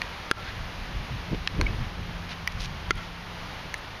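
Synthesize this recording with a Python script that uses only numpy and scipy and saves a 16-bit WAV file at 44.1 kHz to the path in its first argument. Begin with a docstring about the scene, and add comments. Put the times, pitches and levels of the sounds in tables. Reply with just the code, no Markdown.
"""Pickleball rally outdoors

A hollow plastic ball bounces on a hard court and paddles pop it back: each impact excites damped
modes, and the surroundings reflect it faintly. Shoes scuff and chirp by friction. A distant motor
hums in a steady rush of air, and turbulent wind buffets the microphone. The camera's limiter ducks
the background after each loud hit."""
import sys
import numpy as np
from scipy import signal
from scipy.fft import rfft, irfft, next_fast_len
from scipy.io import wavfile
from scipy.ndimage import uniform_filter1d, map_coordinates

SR = 44100
rng = np.random.default_rng(int(sys.argv[2]) if len(sys.argv) > 2 else 0)


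def store_pcm(level_fs):
    """Save levels as 16-bit WAV."""
    pcm = np.round(np.clip(level_fs, -1, 1) * 32767).astype(np.int16)
    wavfile.write(sys.argv[1], SR, np.atleast_2d(pcm).T)


N = 176400


def amp(db):
    """Decibels to amplitude ratio."""
    return 10 ** (np.asarray(db) / 20)


def unit(x):
    """Normalisation to rms 1."""
    return x / np.sqrt(np.mean(x ** 2) + 1e-20)


def clock(size=N):
    """Time of each sample in seconds."""
    return np.arange(size) / SR


def curve(rows):
    """Linear interpolation of (time [s], value) points."""
    return np.interp(clock(), *np.transpose(rows))


def wobble(rate):
    """Slow random modulation: a spline through rate knots a second."""
    return map_coordinates(rng.standard_normal(int(N * rate / SR) + 4), [clock() * rate])


def noise(spectrum, size=N):
    """Spectral shaping of white noise, at rms 1."""
    hz, db = np.transpose(spectrum)
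    gain = amp(np.interp(np.log(np.fft.rfftfreq(size, 1 / SR) + 1), np.log(hz), db))
    return unit(irfft(rfft(rng.standard_normal(size)) * gain, size))


def steadied(x, size):
    """Division by the running rms over size samples evens out swells."""
    return x / np.sqrt(np.abs(uniform_filter1d(x ** 2, size)) + 1e-6)


def swell(t, centre, length):
    """A bell curve; length spans two standard deviations."""
    return np.exp(-2 * ((t - centre) / length) ** 2)


def filtered(x, order, hz, kind):
    """A maximally flat filter with its edges at hz."""
    return signal.sosfilt(signal.butter(order, hz, kind, fs=SR, output="sos"), x)


def add(out, s, x):
    """Superposition of x on out from s seconds."""
    part = out[max(round(s * SR), 0):][:len(x)]
    part += x[:len(part)]


# spectrum of the outdoor rush (frequency [Hz], relative level [dB])
AIR_SPECTRUM = [(30, 5), (100, 7.5), (200, 4), (330, 0), (550, 0.5), (900, 3.5), (1400, 1.5), (2200, 0),
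                (3200, -2.5), (4800, -8.5), (6500, -16.5), (9000, -25), (10500, -25), (14500, -29),
                (16000, -56)]
# trends of the rush and of the motor hum (time [s], level [dB])
AIR_LEVEL = [(0, -38.5), (1.2, -39.5), (2.2, -40.5), (4, -40.5)]
HUM_LEVEL = [(0, -52), (.7, -52.5), (1.3, -46.5), (2.15, -42.5), (2.7, -46), (3.4, -44.5), (3.6, -50),
             (4, -55)]
HUM_HZ, HUM_WANDER_HZ = 171.6, 1.45


def surroundings():
    """Broadband noise of air and far traffic, and a motor tone modulated in frequency and level."""
    rush = amp(curve(AIR_LEVEL) + 0.6 * wobble(5.1)) * noise(AIR_SPECTRUM)
    phase = 2 * np.pi * np.cumsum(HUM_HZ + HUM_WANDER_HZ * wobble(8)) / SR
    hum = amp(curve(HUM_LEVEL) + 1.8 * wobble(7.26)) * np.sin(phase)
    return rush + hum


# envelopes of the wind's rumble and flutter (time [s], relative level [dB])
RUMBLE_LEVEL = [(0.0, -42), (0.27, -47), (0.31, -44), (0.34, -36), (0.38, -42.5), (0.58, -37.5),
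                (0.61, -32), (0.76, -45), (0.79, -33), (0.92, -39), (0.97, -26.5), (1.09, -43), (1.12, -27),
                (1.26, -40.5), (1.32, -29.5), (1.35, -30), (1.5, -40), (1.57, -26.5), (1.61, -20.5),
                (1.78, -32.5), (1.8, -24), (1.93, -39.5), (2.0, -30.5), (2.05, -37), (2.1, -31.5),
                (2.13, -47), (2.15, -33), (2.32, -42), (2.54, -36), (2.57, -27.5), (2.67, -33.5),
                (2.73, -34), (2.81, -38.5), (2.96, -27), (3.02, -42.5), (4.0, -45)]
FLUTTER_LEVEL = [(0.85, -69), (0.88, -53), (1.078, -59), (1.124, -53), (1.252, -78), (1.33, -31.5),
                 (1.378, -61), (1.5, -69), (1.612, -29), (1.628, -41.5), (1.964, -64), (1.998, -45),
                 (2.068, -80), (2.1, -58)]
# their spectra (frequency [Hz], relative level [dB])
RUMBLE_SPECTRUM = [(15, -17.5), (38, 1.5), (60, -5), (90, -2.5), (130, -10.5), (220, -17.5), (400, -66),
                   (1000, -92)]
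FLUTTER_SPECTRUM = [(60, -29), (170, 0), (300, -2.5), (500, -9.5), (900, -28), (2500, -68)]
RUMBLE_DB, FLUTTER_DB, FLUTTER_FADE_S = -2, 4.5, 0.072


def wind():
    """Turbulent pressure on the microphone: gusts rumble, and strong ones flutter in the low mids."""
    t = clock()
    rumble = amp(curve(RUMBLE_LEVEL) + RUMBLE_DB) * steadied(noise(RUMBLE_SPECTRUM), size=2600)
    flutter = amp(curve(FLUTTER_LEVEL) + FLUTTER_DB) * steadied(noise(FLUTTER_SPECTRUM), size=1300)
    outside_s = np.abs(t - np.clip(t, FLUTTER_LEVEL[0][0], FLUTTER_LEVEL[-1][0]))
    return rumble + flutter * np.exp(-outside_s / FLUTTER_FADE_S)


def ring(modes, attack_s=.00008):
    """Free vibration of damped modes (frequency [Hz], level [dB], T60 [s])."""
    t = clock(SR // 5)
    vibration = sum(amp(db - 60 * t / t60) * np.sin(2 * np.pi * hz * t) for hz, db, t60 in modes)
    return vibration * (1 - np.exp(-t / attack_s))


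# spectrum of the contact crack (frequency [Hz], relative level [dB])
CRACK_SPECTRUM = [(100, -12), (900, -45), (2500, 16), (4500, 8), (7000, 2), (10500, -1.5), (16000, -3)]


def strike(modes, crack_db, top_hz, crack_t60_s=.0091, attack_s=.00008):
    """Impulsive excitation: brief contact sets modes ringing under a broadband crack."""
    t = clock(SR // 5)
    contact = filtered(noise(CRACK_SPECTRUM, len(t)), 3, top_hz, "low")
    envelope = amp(crack_db - 60 * t / crack_t60_s) * (1 - np.exp(-t / attack_s))
    return ring(modes) + envelope * steadied(contact, size=64)


def shell(modes, crack_db, top_hz, low_hz=850):
    """Radiation from a small light body: neighbouring modes are in antiphase and bass is weak."""
    blow = strike(modes[::2], crack_db, top_hz) - ring(modes[1::2])
    return filtered(blow, 2, low_hz, "high")


def scatter(blow, envelope):
    """Diffuse reflection from many surfaces: convolution with enveloped noise."""
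    response = envelope * rng.standard_normal(len(envelope))
    return signal.fftconvolve(blow, response / np.linalg.norm(response))


def on_court(blow, delay_ms, reflection_db, tail_db=-28, tail_t60_s=1):
    """Multipath propagation: direct sound, first reflection and a faint reverberant tail."""
    out = amp(tail_db) * scatter(blow, amp(-60 * clock(SR // 2) / tail_t60_s))
    add(out, 0, blow)
    add(out, delay_ms / 1000, amp(reflection_db) * blow)
    return out


# modes of the ball's shell (nominal frequency [Hz], T60 [s])
BALL_MODES = [(1048, .0076), (1972, .0175), (2994, .016), (3458, .0088), (4341, .0113), (4825, .0096),
              (5729, .0077)]
# ball on the court (time [s], gain [dB], pitch [ratio], extra mode [Hz], crack [dB], crack cutoff [Hz],
# reflection delay [ms], reflection [dB], mode levels from low to high [dB])
BOUNCES = [(.0176, -18, .959, 2403, -8, 10500, 2.2, -16, [-1, -1, 0, -6, -9, -6.5, -7.5, -12]),
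           (1.4743, -13.5, .912, 2480, -6.5, 7500, 2.4, -15, [-5.5, -2, -2.5, -5.5, 0, -3.5, -7.5, -9]),
           (2.4751, -13.5, .982, 2324, -8.5, 15000, 2.6, -15, [-9.5, 0, -1, -11, -21, -23, -9, -6.5]),
           (3.7413, -19, .888, 2143, -4.5, 11000, 2.5, -14, [-6.5, 0, .5, -8, -17, -16, -16, -19])]


def ball(extra_t60_s=.013):
    """Shell resonance: how the ball lands sets the pitch and the share of each mode."""
    out = np.zeros(N)
    for s, db, pitch, extra_hz, crack_db, top_hz, delay_ms, reflection_db, shares_db in BOUNCES:
        rings = sorted([(hz * pitch, t60) for hz, t60 in BALL_MODES] + [(extra_hz, extra_t60_s)])
        modes = [(hz, level, t60) for (hz, t60), level in zip(rings, shares_db)]
        add(out, s, amp(db) * on_court(shell(modes, crack_db, top_hz), delay_ms, reflection_db))
    return out


# modes of the near paddle's face (frequency [Hz], relative level [dB], T60 [s])
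NEAR_MODES = [(425, -4.5, .014), (1345, 0, .0195), (1362, -26, .11), (2190, -13, .019), (2800, -13, .014),
              (3350, -13, .013), (4400, -13, .011), (4900, -13, .011)]
# its strokes (time [s], gain [dB], ball mode [Hz], ball mode [dB], crack [dB], crack cutoff [Hz],
# reflection delay [ms], reflection [dB], echo delay [s], echo [dB])
NEAR_HITS = [(.3130, -4.5, 1623, 1, -8.5, 9500, 3.0, -15, .17, -13.5),
             (2.9076, -6, 2070, -1, -4.5, 7000, 2.9, -5, .071, -20)]
ECHO_BAND_HZ, ECHO_LENGTH_S = (1800, 4500), .048
LINGER_BAND_HZ, LINGER_DB, LINGER_DELAY_S, LINGER_LENGTH_S = (1310, 1440), -19, .07, .06


def near_paddle(ball_t60_s=.017):
    """Action and reaction: face and ball ring in opposite senses; a thin, diffuse echo follows."""
    out, t = np.zeros(N), clock(SR // 2)
    for s, db, ball_hz, ball_db, crack_db, top_hz, delay_ms, reflection_db, echo_s, echo_db in NEAR_HITS:
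        blow = amp(db) * (strike(NEAR_MODES, crack_db, top_hz) - ring([(ball_hz, ball_db, ball_t60_s)]))
        add(out, s, on_court(blow, delay_ms, reflection_db))
        thin = filtered(blow, 3, ECHO_BAND_HZ, "band")
        add(out, s, amp(echo_db) * scatter(thin, swell(t, echo_s, ECHO_LENGTH_S)))
        main_note = filtered(blow, 2, LINGER_BAND_HZ, "band")  # lingers between the fences
        add(out, s, amp(LINGER_DB) * scatter(main_note, swell(t, LINGER_DELAY_S, LINGER_LENGTH_S)))
    return out


# eddies at the microphone (time [s], duration [s], frequency [Hz], level [dB])
EDDIES = [(1.331, .009, 180, -18), (1.348, .0016, 220, -18.5)]


def eddies():
    """Pressure pulses: single eddies strike the microphone with a low thump."""
    t = clock()
    return sum(amp(db) * swell(t, s, length) * np.cos(2 * np.pi * hz * (t - s))
               for s, length, hz, db in EDDIES)


# spectrum of a rough noise burst (nominal frequency [Hz], relative level [dB])
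BURST_SPECTRUM = [(200, -54), (1200, 2), (2300, 7), (3300, 7), (5500, -2.5), (7500, -15.5), (10500, -21),
                  (15000, -61)]
# shoe scuffs and, in the last row, a paddle echo (time [s], duration [s], level [dB], pitch [ratio])
BURSTS = [(1.345, .018, -42, .9), (2.315, .03, -35.5, 1), (2.523, .006, -44, 1.4),
          (2.622, .045, -37.5, 1.3), (2.654, .015, -38.5, 1.3), (2.98, .014, -47, 1.55),
          (3.04, .049, -47, 1.2)]


def scuffs_and_echo():
    """Noise bursts: shoe friction, and at 3.04 s a faint, diffuse echo of the near paddle hit."""
    out = np.zeros(N)
    for s, length, db, pitch in BURSTS:
        hiss = noise([(hz * pitch, level) for hz, level in BURST_SPECTRUM])
        roughness = amp(3.7 * wobble(500))
        out += amp(db) * swell(clock(), s, length) * unit(hiss * roughness)
    return out


# modes of the far paddle's face (frequency [Hz], relative level [dB], T60 [s])
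FAR_MODES = [(1016, -.5, .02), (1577, -3, .018), (2168, 0, .009), (2554, -2.5, .009), (3600, -10, .008),
             (4294, -12, .02), (5858, -20, .007)]
# its stroke (time [s], gain [dB], crack [dB], reflection delay [ms], reflection [dB])
FAR_HITS = [(1.6123, -16, -3, 1.4, -14)]


def far_paddle():
    """Modal ringing of the other player's paddle, weaker with distance."""
    out = np.zeros(N)
    for s, db, crack_db, delay_ms, reflection_db in FAR_HITS:
        blow = shell(FAR_MODES, crack_db, top_hz=10700)
        add(out, s, amp(db) * on_court(blow, delay_ms, reflection_db))
    return out


# spectrum of the rasp in a chirp (frequency [Hz], relative level [dB])
RASP_SPECTRUM = [(1200, -21), (2400, 13), (3600, -7), (6000, -20), (12000, -46)]
# sole chirps (time [s], duration [s], frequency [Hz], level [dB])
CHIRPS = [(1.6678, .0048, 2220, -19.5), (1.686, .02, 2560, -43)]


def chirps(rasp_db=-11):
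    """Stick-slip oscillation: a rubber sole gives a brief, raspy tone."""
    t = clock()
    rasp = amp(rasp_db) * noise(RASP_SPECTRUM)
    return sum(amp(db) * swell(t, s, length) * (np.sin(2 * np.pi * hz * (t - s)) + rasp)
               for s, length, hz, db in CHIRPS)


# spectrum of grit (frequency [Hz], relative level [dB])
GRIT_SPECTRUM = [(1000, -25), (5000, -2), (10000, 2), (11500, -8), (14000, -26)]
# its ticks (time [s], duration [s], level [dB])
GRIT_TICKS = [(2.625, .043, -57), (2.956, .003, -46), (3.783, .011, -53)]


def grit():
    """Contact noise: grit ticks brightly under a sole."""
    envelope = sum(amp(db) * swell(clock(), s, length) for s, length, db in GRIT_TICKS)
    return envelope * noise(GRIT_SPECTRUM)


def scene():
    """Linear superposition of all sources in one channel."""
    rally = ball() + near_paddle() + far_paddle() + scuffs_and_echo() + grit() + chirps()
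    return (rally + wind() + eddies() + surroundings())[None]


# dips in the microphone's treble (centre [Hz], standard deviation [Hz], gain [dB])
MIC_DIPS = [(7880, 570, -17.5), (11840, 81, -5)]
LIMIT_DB, LIMIT_ATTACK_S, RECOVERY_DB_PER_S = -12, .0013, 169
SATURATION, TOP_HZ, TOP_STEEPNESS = .65, 15600, 120


def record(dry):
    """Dynamic compression: a fast limiter with slow recovery, soft saturation, then treble filtering."""
    over_db = np.maximum(20 * np.log10(np.abs(dry[0]) + 1e-9) - LIMIT_DB, 0)
    recovery_db = RECOVERY_DB_PER_S * clock()
    held_db = np.maximum.accumulate(over_db + recovery_db) - recovery_db
    pole = np.exp(-1 / (LIMIT_ATTACK_S * SR))
    limited = dry * amp(-signal.lfilter([1 - pole], [1, -pole], held_db))
    saturated = SATURATION * np.tanh(limited / SATURATION)
    size = next_fast_len(N + SR // 2)
    hz = np.fft.rfftfreq(size, 1 / SR)
    dips_db = sum(db * swell(hz, centre, 2 * width) for centre, width, db in MIC_DIPS)
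    response = amp(dips_db) / np.sqrt(1 + (hz / TOP_HZ) ** TOP_STEEPNESS)
    return irfft(rfft(saturated, size) * response, size)[:, :N]


dry = scene()
out = record(dry)
store_pcm(out)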